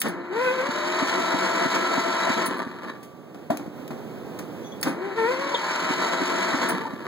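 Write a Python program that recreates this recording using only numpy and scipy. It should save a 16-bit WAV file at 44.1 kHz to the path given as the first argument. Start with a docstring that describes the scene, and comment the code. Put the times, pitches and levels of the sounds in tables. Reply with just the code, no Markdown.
"""A key scrapes and a solenoid clacks over a soft outdoor rush: a small tractor is cranked twice from the seat
and does not fire. The starter lurches into mesh, whines up to speed and rattles its gear teeth under the hood
(tooth contacts and tones at the mesh rate); the engine thumps at each compression (tone bursts) and coasts down
in loose clatter (random contacts). Metal rings and chirps (sines), and between the tries the bodywork is
knocked (ringing modes and noise) and thin squeaks judder."""
import sys
import numpy as np
from scipy import signal
from scipy.fft import rfft, irfft, next_fast_len
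from scipy.io import wavfile
from scipy.ndimage import map_coordinates

SR = 44100
rng = np.random.default_rng(int(sys.argv[2]) if len(sys.argv) > 2 else 0)


def store_wav(level_fs):
    """Save 16-bit WAV to argv[1]."""
    pcm = np.round(np.clip(np.atleast_2d(level_fs), -1, 1) * 32767)
    wavfile.write(sys.argv[1], SR, pcm.T.astype(np.int16))


N = 312081
T = np.arange(N) / SR  # seconds

# Throughout, t60_s is the time to fall 60 dB, half_s the time from a burst's peak to 1/e,
# and rise_s the time over which a swell climbs its last 7.2 dB. Levels are relative, before the final mix.

# outdoor rush, level over time: start_s, level_db
AIR = [(0, -49.5), (3, -44), (3.3, -44.5), (3.55, -42), (3.8, -39), (4.2, -36.5), (4.75, -37.5),
       (5.2, -45.5), (7.08, -41.5)]
# colour of the outdoor rush: freq_hz, gain_db
OUTDOORS = [(30, -28), (60, -18.5), (100, -8), (160, -2), (300, -1.6), (600, -7.5), (1200, -17.5),
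            (2500, -25.5), (5000, -34), (10000, -40.5), (15500, -37)]

# solenoid, key and lever clicks: start_s, level_db, t60_s
CLICKS = [(0.0162, -15, 0.026), (3.029, -44, 0.11), (3.3456, -46, 0.017), (3.5719, -26, 0.015),
          (3.878, -35.5, 0.021), (4.389, -34, 0.052), (4.829, -15.5, 0.03), (7.043, -54, .04)]
# the key scraping in its switch: start_s, level_db, t60_s
KEY_SCRAPES = [(.001, -19, 0.063), (.082, -28, 0.06), (2.457, -20.5, 0.085), (2.57, -41, 0.14),
               (3.031, -49, 0.03), (4.8122, -23, 0.023), (4.872, -34.5, 0.14), (6.686, -21, 0.1)]
# colour of the clicks: freq_hz, gain_db
CLICK_COLOUR = [(200, -13), (600, -10), (1100, 3.5), (2000, 10.5), (3000, 9.5), (4400, 2.5), (6000, 5),
                (9000, 3.5), (12500, 3), (15500, 2.5)]
# colour of the key scrapes: freq_hz, gain_db
SCRAPE_COLOUR = [(2000, -29), (4500, -7), (7500, -10), (9300, 6), (12500, -11), (15500, -2)]

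# compression strokes of the engine: start_s, peak_db
STROKES = [(.058, -23), (.688, -20.5), (1.022, -17), (1.34, -16), (1.657, -16), (1.976, -16), (2.298, -15),
           (2.482, -23), (2.665, -22), (4.868, -19), (5.247, -24), (5.902, -18), (6.215, -16), (6.541, -16),
           (6.713, -22), (6.933, -24)]
# the pinion taking up the load or kicking out of mesh: peak_s, level_db, rise_s, t60_s
LURCHES = [(0.065, -19.5, 0.014, 0.21), (4.874, -20, 0.014, 0.24), (6.73, -27.5, 0.0099, 0.42)]
# colour of the lurches and the shudder: freq_hz, gain_db
LURCH_COLOUR = [(40, -18), (90, -60), (170, 4.5), (260, -0.5), (450, -4.5), (900, -9.5), (1700, -11),
                (3000, -24), (6000, -31.5), (12000, -39), (15500, -42)]
# the thump of the intake: pitch_hz, level_db, half_s
INTAKE = [(90, -19, .005), (185, -10.5, .006), (265, -2.5, .007)]
THUMP_DELAY_S = 0.00587  # from the top of the stroke to the intake's thump
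THUMP_SCATTER = 0.043  # pitch spread from thump to thump, as a share

# pinion on the ring gear, one curve per try, before load and ripple: start_s, tooth_rate_hz
MESH = [
    [(.1, 340), (.3, 355), (.36, 442), (.42, 514), (.484, 504), (.554, 519), (.615, 512), (.66, 570),
     (1.05, 658), (1.2, 667), (2.46, 665)],
    [(4.95, 340), (5.07, 400), (5.13, 385), (5.18, 455), (5.245, 450), (5.31, 512), (5.35, 518),
     (5.42, 550), (5.6, 580), (6.02, 664), (6.7, 660)],
]
# the tries: takes_hold_s, key_let_go_s, whirr_db
TRIES = [(.1, 2.465, 0), (4.91, 6.7, -2.5)]
FULL_HZ = 668  # tooth rate at full cranking speed
RELEASE_T60_S = 0.11  # the gear noise dies once the key is let go
# speed ripple (Hz, share), jitter (share), added jitter per octave of lower speed (share)
RIPPLE_HZ, RIPPLE, JITTER, SLOW_JITTER = 11.5, .007, .007, .002
# the pinion: teeth, swing of the rasp once a turn (dB), gain of the scrape of its worn flanks (dB)
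PINION_TEETH, ECCENTRIC_DB, WEAR_DB = 14, 1.5, -4
# gear noise at full speed (dB) and what it loses per octave of lower speed (dB)
CLATTER_DB, CLATTER_DB_PER_OCT = -26, 15
RASP_DB, RASP_DB_PER_OCT, RASP_STALL_DB = -34, 18.5, 10.5
CHURN_DB, CHURN_DB_PER_OCT, GROAN_DB = -31, 29, -37  # GROAN_DB: floor of the churn at low speed
# a compression loads the gears, lets them go slack, then the crank catches up: delay_s after stroke, width_s
SQUEEZE, SLACK, CATCH_UP = (-0.012, 0.048), (0.047, 0.027), (0.094, 0.027)
SQUEEZE_DB, SLACK_CLATTER_DB, SLACK_CHURN_DB, CATCH_UP_DB = 2, -3, -5, 4.5
# resonances of the starter housing and hood: freq_hz, width_hz, peak_db
HOOD_MODES = [(360, 38, 10), (453, 30, 4), (514, 35, 2.5), (650, 46, 9), (908, 40, 8), (978, 45, 8),
              (1032, 42, 10), (1198, 30, 5), (1328, 55, 7), (1470, 50, 5), (1545, 35, 4.5), (1665, 40, 7),
              (1786, 32, 6), (1981, 90, 6), (2235, 45, 8), (2336, 35, 6), (3010, 80, 8), (3326, 110, 3),
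              (3630, 45, 3), (3875, 60, 11), (4135, 55, 8), (4410, 120, 9), (4625, 50, 5), (5394, 97, 8),
              (6890, 140, 7), (7250, 110, 5)]
# overall colour of the starter housing and hood: freq_hz, gain_db
HOOD_COLOUR = [(20, -29), (55, -24), (100, -32.5), (180, 2.5), (270, -1.5), (500, -8.5), (800, -5),
               (1300, -3), (2200, -6.5), (3200, -13.5), (4900, -19.5), (7000, -20.5), (9000, -27.5),
               (13000, -32), (15600, -35)]

# the mesh singing as the motor gathers speed, one curve per try: start_s, level_db
WHINE = [
    [(.12, -46), (.3, -42), (.355, -29), (.42, -27), (.465, -23.5), (.52, -27), (.56, -39), (.605, -28),
     (.66, -36), (.72, -43), (.95, -41)],
    [(4.96, -46), (5.06, -29), (5.145, -42), (5.18, -25), (5.245, -23.5), (5.33, -28), (5.39, -37),
     (5.52, -39), (5.6, -46)],
]
# colour of the teeth grinding under the run-up load: freq_hz, gain_db
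GRIND_COLOUR = [(100, -37), (400, -10), (1000, -40), (2200, 2), (3000, -5), (6000, -17), (15000, -26)]
# octave level, tooth rate where overtones are richest, richness lost per octave away from it
WHINE_OCTAVE_DB, HARDEST_HZ, RICHNESS_DB_PER_OCT = -6, 510, 20
OVERTONE_STEP_DB = -2.5  # each higher overtone against the one below
CHATTER = .25  # depth of the tooth chatter on the overtones, as a share

# the whirr at full speed: multiple_of_tooth_rate, level_db, extra_db under load
WHIRR = [(1, -35.5, 5), (2, -39, 1), (3, -49, 3)]
# the starter housing singing along: pitch_hz, level_db, extra_db under load
HOUSING = [(360, -41, -5), (1032, -41, 5), (1667, -48, 2), (1786, -50.5, 2), (3867, -51, 0),
           (4133, -55.5, 0), (4410, -57, 0)]
HOUSING_DRIFT = .17  # phase drift of the housing tones, in turns
# loss per octave of lower speed (dB), throb (dB), phase roughness (radians)
WHIRR_DB_PER_OCT, THROB_DB, WHIRR_ROUGH = 65, 3.2, .5

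# the pinion ringing as it springs back, and as the engine rocks: start_s, level_db
PINION_JOLTS = [(2.465, -39), (2.85, -48.5), (6.7, -36)]
PINION_HZ, PINION_T60_S = 1165, 1.9
# slipping metal chirping: peak_s, pitch_hz, level_db, half_s, glide_octaves_per_s
CHIRPS = [(5.546, 480, -19, .004, -8), (5.545, 975, -18, .008, -10), (5.549, 3600, -20, .004, -5),
          (5.555, 3600, -25, .003, -5), (5.556, 3240, -20, .007, -7), (5.65, 800, -37, .05, -1.5),
          (5.65, 1680, -32, .03, 2), (5.73, 1460, -35, .05, -1.3), (6.857, 915, -19.5, .0045, -5)]

# loose parts rattling as the engine runs out and rocks back: peak_s, level_db, rise_s, t60_s
RATTLES = [(2.51, -26, 0.043, 0.57), (2.6, -33.5, 0.025, 0.24), (2.73, -42, 0.034, 0.24),
           (2.83, -36.5, 0.037, 0.41), (2.895, -34.5, 0.041, 0.33), (6.71, -26, 0.095, 1.42),
           (7.05, -35, 0.0075, 0.42)]
# colour of the run-out rattle: freq_hz, gain_db
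RUNOUT_COLOUR = [(50, -35), (100, -44), (180, 8.5), (300, 6.5), (600, -3.5), (1100, -2), (1800, -6),
                 (3000, -13), (6000, -25), (12000, -32), (15500, -36)]
# the flywheel ringing under the run-out rattle: freq_hz, width_hz, peak_db
FLYWHEEL = [(1165, 40, 9), (1740, 160, 7)]

# knocks on the bodywork: start_s, level_db, contact_s
KNOCKS = [(3.345, -32.5, .0002), (3.502, -14.5, 0.00027), (3.594, -17, 0.0033), (3.661, -13.5, 0.0047),
          (3.906, -24.5, .0001), (4.389, -27, 0.0003), (7.042, -45, 0.00043)]
# colour of the dull part of the knocks: freq_hz, gain_db
KNOCK_COLOUR = [(60, -49), (130, -12), (240, -4.5), (420, -21), (660, -7), (900, -17), (1200, -16),
                (2000, -25), (4000, -33.5), (8000, -40.5), (15000, -42)]
# modes of a body panel: pitch_hz, level_db, t60_s
PANEL = [(185, -12, .16), (236, -9, .13), (292, -5, .2), (350, -10, .2), (600, -12, .07), (764, -17, .12),
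         (1000, -14, .07), (1165, -22, .2), (1800, -18, .06)]
# hollow clunk inside one knock: peak_s, pitch_hz, level_db, half_s, glide_octaves_per_s
CLUNKS = [(3.507, 660, -16.5, .006, 14), (3.511, 255, -23, .006, 0)]

# faint squeaks before the second try: peak_s, pitch_hz, level_db, rise_s, t60_s
SQUEAKS = [(4.645, 3380, -46, .003, .05), (4.664, 3440, -49, .012, .14), (4.671, 6070, -51, .02, .12),
           (4.723, 3380, -43, .003, .11), (4.72, 6070, -54, .003, .06)]

# ring of the engine bay: freq_hz, t60_s
BAY = [(200, 0.11), (1500, 0.27), (6000, 0.24), (14000, 0.036)]
# phase by which the left microphone leads: freq_hz, lead_radians
LEAD = [(0, -2.9), (60, -2.55), (125, -1.65), (250, -.8), (400, -.6), (650, -1.3), (900, -.55), (1378, 0),
        (2000, 1.5), (2756, np.pi), (16536, 11 * np.pi)]
# left level minus right level for the tractor: freq_hz, balance_db
BALANCE = [(100, 0.5), (250, -2), (400, 4), (560, 7.5), (750, 2.5), (1100, 1), (1550, -0.5), (1900, 1),
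           (2700, 0), (5500, 0), (8000, -.8)]
TOP_HZ = 15850  # upper band limit


def amp(db):
    """Decibels to gain."""
    return 10 ** (np.asarray(db) / 20)


def unit(x):
    """Scale to rms 1."""
    return x / np.sqrt(np.mean(x ** 2) + 1e-20)


def along(points, hz):
    """Read a (freq_hz, value) curve on a log frequency axis."""
    freq, value = np.transpose(points)
    return np.interp(np.log(hz + 1), np.log(freq + 1), value)


def wobble(rate):
    """A smooth random curve with rate knots a second."""
    return map_coordinates(rng.standard_normal(int(N * rate / SR) + 4), [T * rate])


def filtered(x, response):
    """Multiply the spectrum of x by a complex response of frequency."""
    size = next_fast_len(N + SR // 2, True)
    return irfft(rfft(x, size) * response(np.fft.rfftfreq(size, 1 / SR)), size)[..., :N]


def coloured(x, curve):
    """Pass x through the causal, minimum-phase filter whose gain in dB is curve(hz)."""
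    size = 8192
    cepstrum = irfft(np.log(amp(curve(np.fft.rfftfreq(size, 1 / SR)))))
    # folding the cepstrum onto positive time makes the filter causal
    cepstrum[1:size // 2] *= 2
    cepstrum[size // 2 + 1:] = 0
    impulse = irfft(np.exp(rfft(cepstrum)))
    return np.apply_along_axis(signal.oaconvolve, -1, x, impulse)[..., :N]


def noise(colour):
    """Noise of rms 1 with a given colour."""
    return unit(coloured(rng.standard_normal(N), lambda hz: along(colour, hz)))


def impacts(rate, spread_db):
    """Random small contacts of uneven size, about rate a second, at rms 1."""
    hits = rng.random(N) < rate / SR
    return unit(hits * rng.standard_normal(N) * amp(spread_db * rng.standard_normal(N)))


def resonances(modes, hz):
    """Gain in dB of a set of resonant peaks."""
    return sum(db / (1 + (2 * (hz - centre) / width) ** 2) for centre, width, db in modes)


def strike(start, t60, attack=0.00014):
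    """The envelope of a blow: a fast exponential attack and a decay that is straight in dB."""
    t = np.maximum(T - start, 0)
    return (1 - np.exp(-t / attack)) * amp(-np.minimum(60 * t / t60, 200))


def swells(rows):
    """Envelopes that rise to a peak and die away, both straight in dB."""
    total = 0
    for peak, db, rise, t60 in rows:
        drop_db = np.maximum(7.2 * (peak - T) / rise, 60 * (T - peak) / t60)
        total = total + amp(db - np.clip(drop_db, 0, 200))
    return total


def blips(rows):
    """Short tone bursts under a bell-shaped envelope, gliding in pitch."""
    out, t = np.zeros(N + SR), np.arange(-SR // 20, SR // 20) / SR
    for peak, hz, db, half, glide in rows:
        turns = np.cumsum(hz * 2 ** (glide * t)) / SR
        tone = np.sin(2 * np.pi * (turns - np.interp(0, t, turns)))
        out[round(peak * SR) - len(t) // 2:][:len(t)] += amp(db) * np.exp(-(t / half) ** 2) * tone
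    return out[:N]


def outdoors():
    """A soft low rush: coloured noise, partly different in its two channels."""
    pair = noise(OUTDOORS) + 0.75 * np.array([noise(OUTDOORS), noise(OUTDOORS)])
    level_db = np.interp(T, *np.transpose(AIR))
    return unit(pair) * amp(level_db + 0.77 * wobble(14))


def controls():
    """Sharp noise clicks with a faint metallic tail, and the bright scrape of the key."""
    snaps = sum(amp(db) * (strike(s, t60) + amp(-15) * strike(s, 5.2 * t60)) for s, db, t60 in CLICKS)
    scrapes = sum(amp(db) * strike(s, t60, attack=t60 / 20) for s, db, t60 in KEY_SCRAPES)
    return snaps * noise(CLICK_COLOUR) + scrapes * noise(SCRAPE_COLOUR)


def engine():
    """Noise lurches as the pinion loads or unloads, and a thump and a shudder at every compression."""
    detune = 1 + THUMP_SCATTER * rng.standard_normal(len(STROKES))
    thumps = blips([(s + THUMP_DELAY_S, hz * ratio, stroke_db + mode_db, half, 0)
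                    for (s, stroke_db), ratio in zip(STROKES, detune) for hz, mode_db, half in INTAKE])
    # the block shudders as the piston goes over the top
    shudder = amp(-17) * sum(amp(db) * np.exp(-((T - s) / 0.017) ** 2) for s, db in STROKES)
    return (swells(LURCHES) + shudder) * noise(LURCH_COLOUR) + thumps


def tooth_rate():
    """Tooth rate in Hz before load and ripple, over both tries."""
    return np.interp(T, *np.concatenate(MESH).T)


def slowness():
    """Octaves by which the motor runs below full cranking speed."""
    return np.log2(FULL_HZ / tooth_rate())


def each_stroke(phase):
    """A smooth bump at one (delay_s, width_s) phase of every compression, 1 for the strongest stroke."""
    delay, width = phase
    top_db = max(db for s, db in STROKES)
    return sum(amp(db - top_db) * np.exp(-np.minimum(((T - s - delay) / width) ** 2, 50))
               for s, db in STROKES)


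def powered():
    """Gain of the starter: up as it takes hold, steady, dying when the key is let go."""
    attack_s = 0.041
    return sum(np.clip((T - on) / attack_s + 1, 0, 1)
               * amp(-np.clip(60 * (T - off) / RELEASE_T60_S, 0, 200)) for on, off, db in TRIES)


def mesh_turns():
    """Count of teeth that have passed; the motor sags against each compression and its speed ripples."""
    sag = .007 * sum(np.exp(-((T - s) / .03) ** 2) for s, db in STROKES)
    ripple = RIPPLE * np.sin(2 * np.pi * RIPPLE_HZ * T + wobble(5))
    jitter = (JITTER + SLOW_JITTER * slowness()) * wobble(110)
    return np.cumsum(tooth_rate() * (1 - sag + ripple + jitter)) / SR


def worn_flanks(turns):
    """The same rough tooth flanks come round with every turn of the pinion: a dense comb of partials."""
    partials, size = 170, 4096
    surface = irfft(np.r_[0, np.exp(2j * np.pi * rng.random(partials))], size)
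    return unit(np.interp(turns, np.arange(size) / size, surface, period=1))


def hood(hz):
    """Gain in dB of the starter housing and the hood."""
    return along(HOOD_COLOUR, hz) + resonances(HOOD_MODES, hz)


def gear_noise(teeth):
    """Teeth meet at the mesh rate, rattle in their backlash and ring the hood; faster is louder and brighter."""
    meetings = np.diff(np.floor(teeth), prepend=0) * amp(rng.standard_normal(N))
    rattle = 0.79 * impacts(rate=2000, spread_db=0)
    force = 0.31 * unit(meetings) + rattle + amp(WEAR_DB) * worn_flanks(teeth / PINION_TEETH)
    # each flank of the hood also rattles by itself
    force = force + np.array([impacts(rate=3000, spread_db=1) for flank in range(2)])
    sound = coloured(force, hood)

    # three bands: low churn, middle clatter, high rasp
    low = lambda hz: 1 / (1 + (hz / 520) ** 6)
    high = lambda hz: 1 - 1 / (1 + (hz / 2600) ** 8)
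    churn_band = lambda hz: low(hz) * (1 - 0.5 / (1 + (hz / 300) ** 8))
    slow, slack = slowness(), each_stroke(SLACK)
    churn_db = np.maximum(CHURN_DB - CHURN_DB_PER_OCT * slow, GROAN_DB)
    churn_db = churn_db + SLACK_CHURN_DB * slack + CATCH_UP_DB * each_stroke(CATCH_UP)
    clatter_db = CLATTER_DB - CLATTER_DB_PER_OCT * slow
    clatter_db = clatter_db + SQUEEZE_DB * each_stroke(SQUEEZE) + SLACK_CLATTER_DB * slack
    # near a stall the teeth roll rather than scrape
    rasp_db = RASP_DB - RASP_DB_PER_OCT * slow - RASP_STALL_DB * slow ** 4
    # a slightly eccentric pinion scrapes harder once a turn
    rasp_db = rasp_db + ECCENTRIC_DB * np.sin(2 * np.pi * teeth / PINION_TEETH)

    press = amp(1.5 * wobble(45))  # shared flutter of clatter and rasp
    churn = unit(filtered(sound, churn_band)) * amp(churn_db + 1.85 * wobble(35))
    clatter = unit(filtered(sound, lambda hz: 1 - low(hz) - high(hz))) * amp(clatter_db)
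    rasp = unit(filtered(sound, high)) * amp(rasp_db + 0.5 * wobble(70))
    return churn + press * (clatter + rasp)


def whine(teeth):
    """The grinding tone of the mesh in the run-up; its overtones flare as they cross the hood's resonances."""
    def partial(order):
        roughness = 0.045 * (order - 1) * wobble(220)
        return np.sqrt(2) * np.sin(2 * np.pi * order * teeth + roughness) * amp(2.7 * wobble(40))

    run_up = sum(amp(np.interp(T, *np.transpose(rows), left=-120, right=-120)) for rows in WHINE)
    # the overtones are richest at the speed where the motor works hardest
    richness = amp(-RICHNESS_DB_PER_OCT * np.abs(np.log2(tooth_rate() / HARDEST_HZ)))
    upper = sum(amp(OVERTONE_STEP_DB * (order - 2)) * partial(order) for order in (3, 4, 5))
    chatter = 1 + CHATTER * wobble(260)
    overtones = amp(WHINE_OCTAVE_DB) * np.sqrt(richness) * chatter * (partial(2) + richness * upper)
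    tone = coloured(run_up * (partial(1) + overtones), lambda hz: 0.22 * resonances(HOOD_MODES, hz))
    grind = run_up * amp(-12) * richness * noise(GRIND_COLOUR)
    return tone + grind


def whirr(teeth):
    """At full speed the mesh holds a throbbing tone and the housing sings along; both follow the load."""
    def voice(turns):
        tone = np.sqrt(2) * np.sin(2 * np.pi * turns + WHIRR_ROUGH * wobble(200))
        return tone * amp(THROB_DB * wobble(45))

    times = [s for on, off, db in TRIES for s in (on, off)]
    levels = [db for on, off, db in TRIES for edge in (on, off)]
    try_db = np.interp(T, times, levels)
    load, slow = each_stroke(SQUEEZE) - each_stroke(SLACK), slowness()
    gears = sum(amp(db + load_db * load) * voice(order * teeth) for order, db, load_db in WHIRR)
    housing = sum(amp(db + load_db * load) * voice(hz * T + HOUSING_DRIFT * wobble(25))
                  for hz, db, load_db in HOUSING)
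    return amp(try_db) * (gears * amp(-WHIRR_DB_PER_OCT * slow) + housing * amp(-CLATTER_DB_PER_OCT * slow))


def starter():
    """The powered starter: gear noise, run-up whine and full-speed whirr from one count of passing teeth."""
    teeth = mesh_turns()
    return powered() * (gear_noise(teeth) + whine(teeth) + whirr(teeth))


def metal():
    """The pinion rings as a decaying sine when it is jolted, and slipping parts chirp."""
    ring = sum(amp(db) * strike(s, PINION_T60_S, attack=0.003) for s, db in PINION_JOLTS)
    return ring * np.sin(2 * np.pi * PINION_HZ * T) * amp(0.9 * wobble(23)) + blips(CHIRPS)


def run_out_rattle():
    """Loose clatter as the engine runs out: random contacts ringing the hood and the flywheel."""
    def colour(hz):
        return along(RUNOUT_COLOUR, hz) + 0.96 * resonances(HOOD_MODES, hz) + resonances(FLYWHEEL, hz)

    loose = unit(coloured(impacts(rate=1200, spread_db=1.5), colour))
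    return loose * swells(RATTLES) * amp(1.7 * wobble(50))


def ringing(blows, modes, attack, scatter_db):
    """Each blow rings decaying sine modes, scattered in level and pitch; a long contact spares the high ones."""
    out, t = np.zeros(N + SR), np.arange(SR // 2) / SR
    hz, db, t60 = np.transpose(modes)[:, :, None]
    for start, blow_db, contact in blows:
        level_chance, pitch_chance = rng.standard_normal((2, len(modes), 1))
        decay = amp(db + scatter_db * level_chance - 60 * t / t60)
        ring = decay * np.sin(2 * np.pi * hz * (1 + 0.025 * pitch_chance) * t)
        ring = np.sum(ring / (1 + (hz * contact) ** 2), axis=0)
        out[round(start * SR):][:len(t)] += amp(blow_db) * ring * (1 - np.exp(-t / attack)) ** 2
    return out[:N]


def bodywork():
    """Knocks on a panel: dull noise thuds with a longer tail, ringing modes, and one hollow clunk."""
    thuds = sum(amp(db) / (1 + (700 * contact) ** 2)
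                * (strike(s, 0.053, attack=0.0022) + amp(-7) * strike(s, 0.34)) for s, db, contact in KNOCKS)
    panel = ringing(KNOCKS, PANEL, attack=.001, scatter_db=2)
    return amp(-6) * thuds * noise(KNOCK_COLOUR) + panel + blips(CLUNKS)


def squeaks():
    """Thin stick-slip squeaks: roughened sines whose level judders as they slide."""
    judder = 1 + 0.48 * np.sin(2 * np.pi * 165 * T + wobble(60))
    tones = sum(swells([(s, db, rise, t60)]) * np.sqrt(2) * np.sin(2 * np.pi * hz * T + 0.5 * wobble(250))
                for s, hz, db, rise, t60 in SQUEAKS)
    return judder * tones


def bay(x):
    """Short reflections from engine bay, fenders and ground: a decaying noise tail, separate per channel."""
    hz, t, spectrum = signal.stft(rng.standard_normal((2, SR // 5)), SR, nperseg=128)
    decay = amp(-60 * t / along(BAY, hz)[:, None])
    tail = signal.istft(spectrum * decay, SR, nperseg=128)[1]
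    return signal.oaconvolve(np.atleast_2d(x), tail / np.linalg.norm(tail[0]), axes=1)[:, :N]


def widened(ports, balance):
    """The microphone pair widens its stereo with a short delay: mid and side take turns along the spectrum."""
    half_lead = lambda hz: np.interp(hz, *np.transpose(LEAD)) / 2
    mid, side = filtered(ports, lambda hz: np.array([np.cos(half_lead(hz)), 1j * np.sin(half_lead(hz))]))
    left_right = np.array([mid + side, mid - side])
    return filtered(left_right, lambda hz: amp(np.outer([.5, -.5], balance(hz))))


def scene():
    """The tractor with its reflections; the outdoor rush lies a little to the right."""
    rush = widened(outdoors(), lambda hz: -4.5 / (1 + (hz / 1500) ** 2))
    small = controls() + engine() + metal() + run_out_rattle() + bodywork() + squeaks()
    machine = starter()
    tractor = amp(-1.5) * (machine + small) + bay(amp(-13) * machine + amp(-12) * small)
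    return widened(tractor, lambda hz: along(BALANCE, hz)) + rush


def record(dry):
    """Thin the deep bass with a second-order high-pass and keep nothing above the band limit."""
    bass_hz = 35
    return filtered(dry, lambda hz: (1j * hz / (bass_hz + 1j * hz)) ** 2 * (hz < TOP_HZ))


dry = scene()
out = record(dry)
store_wav(out)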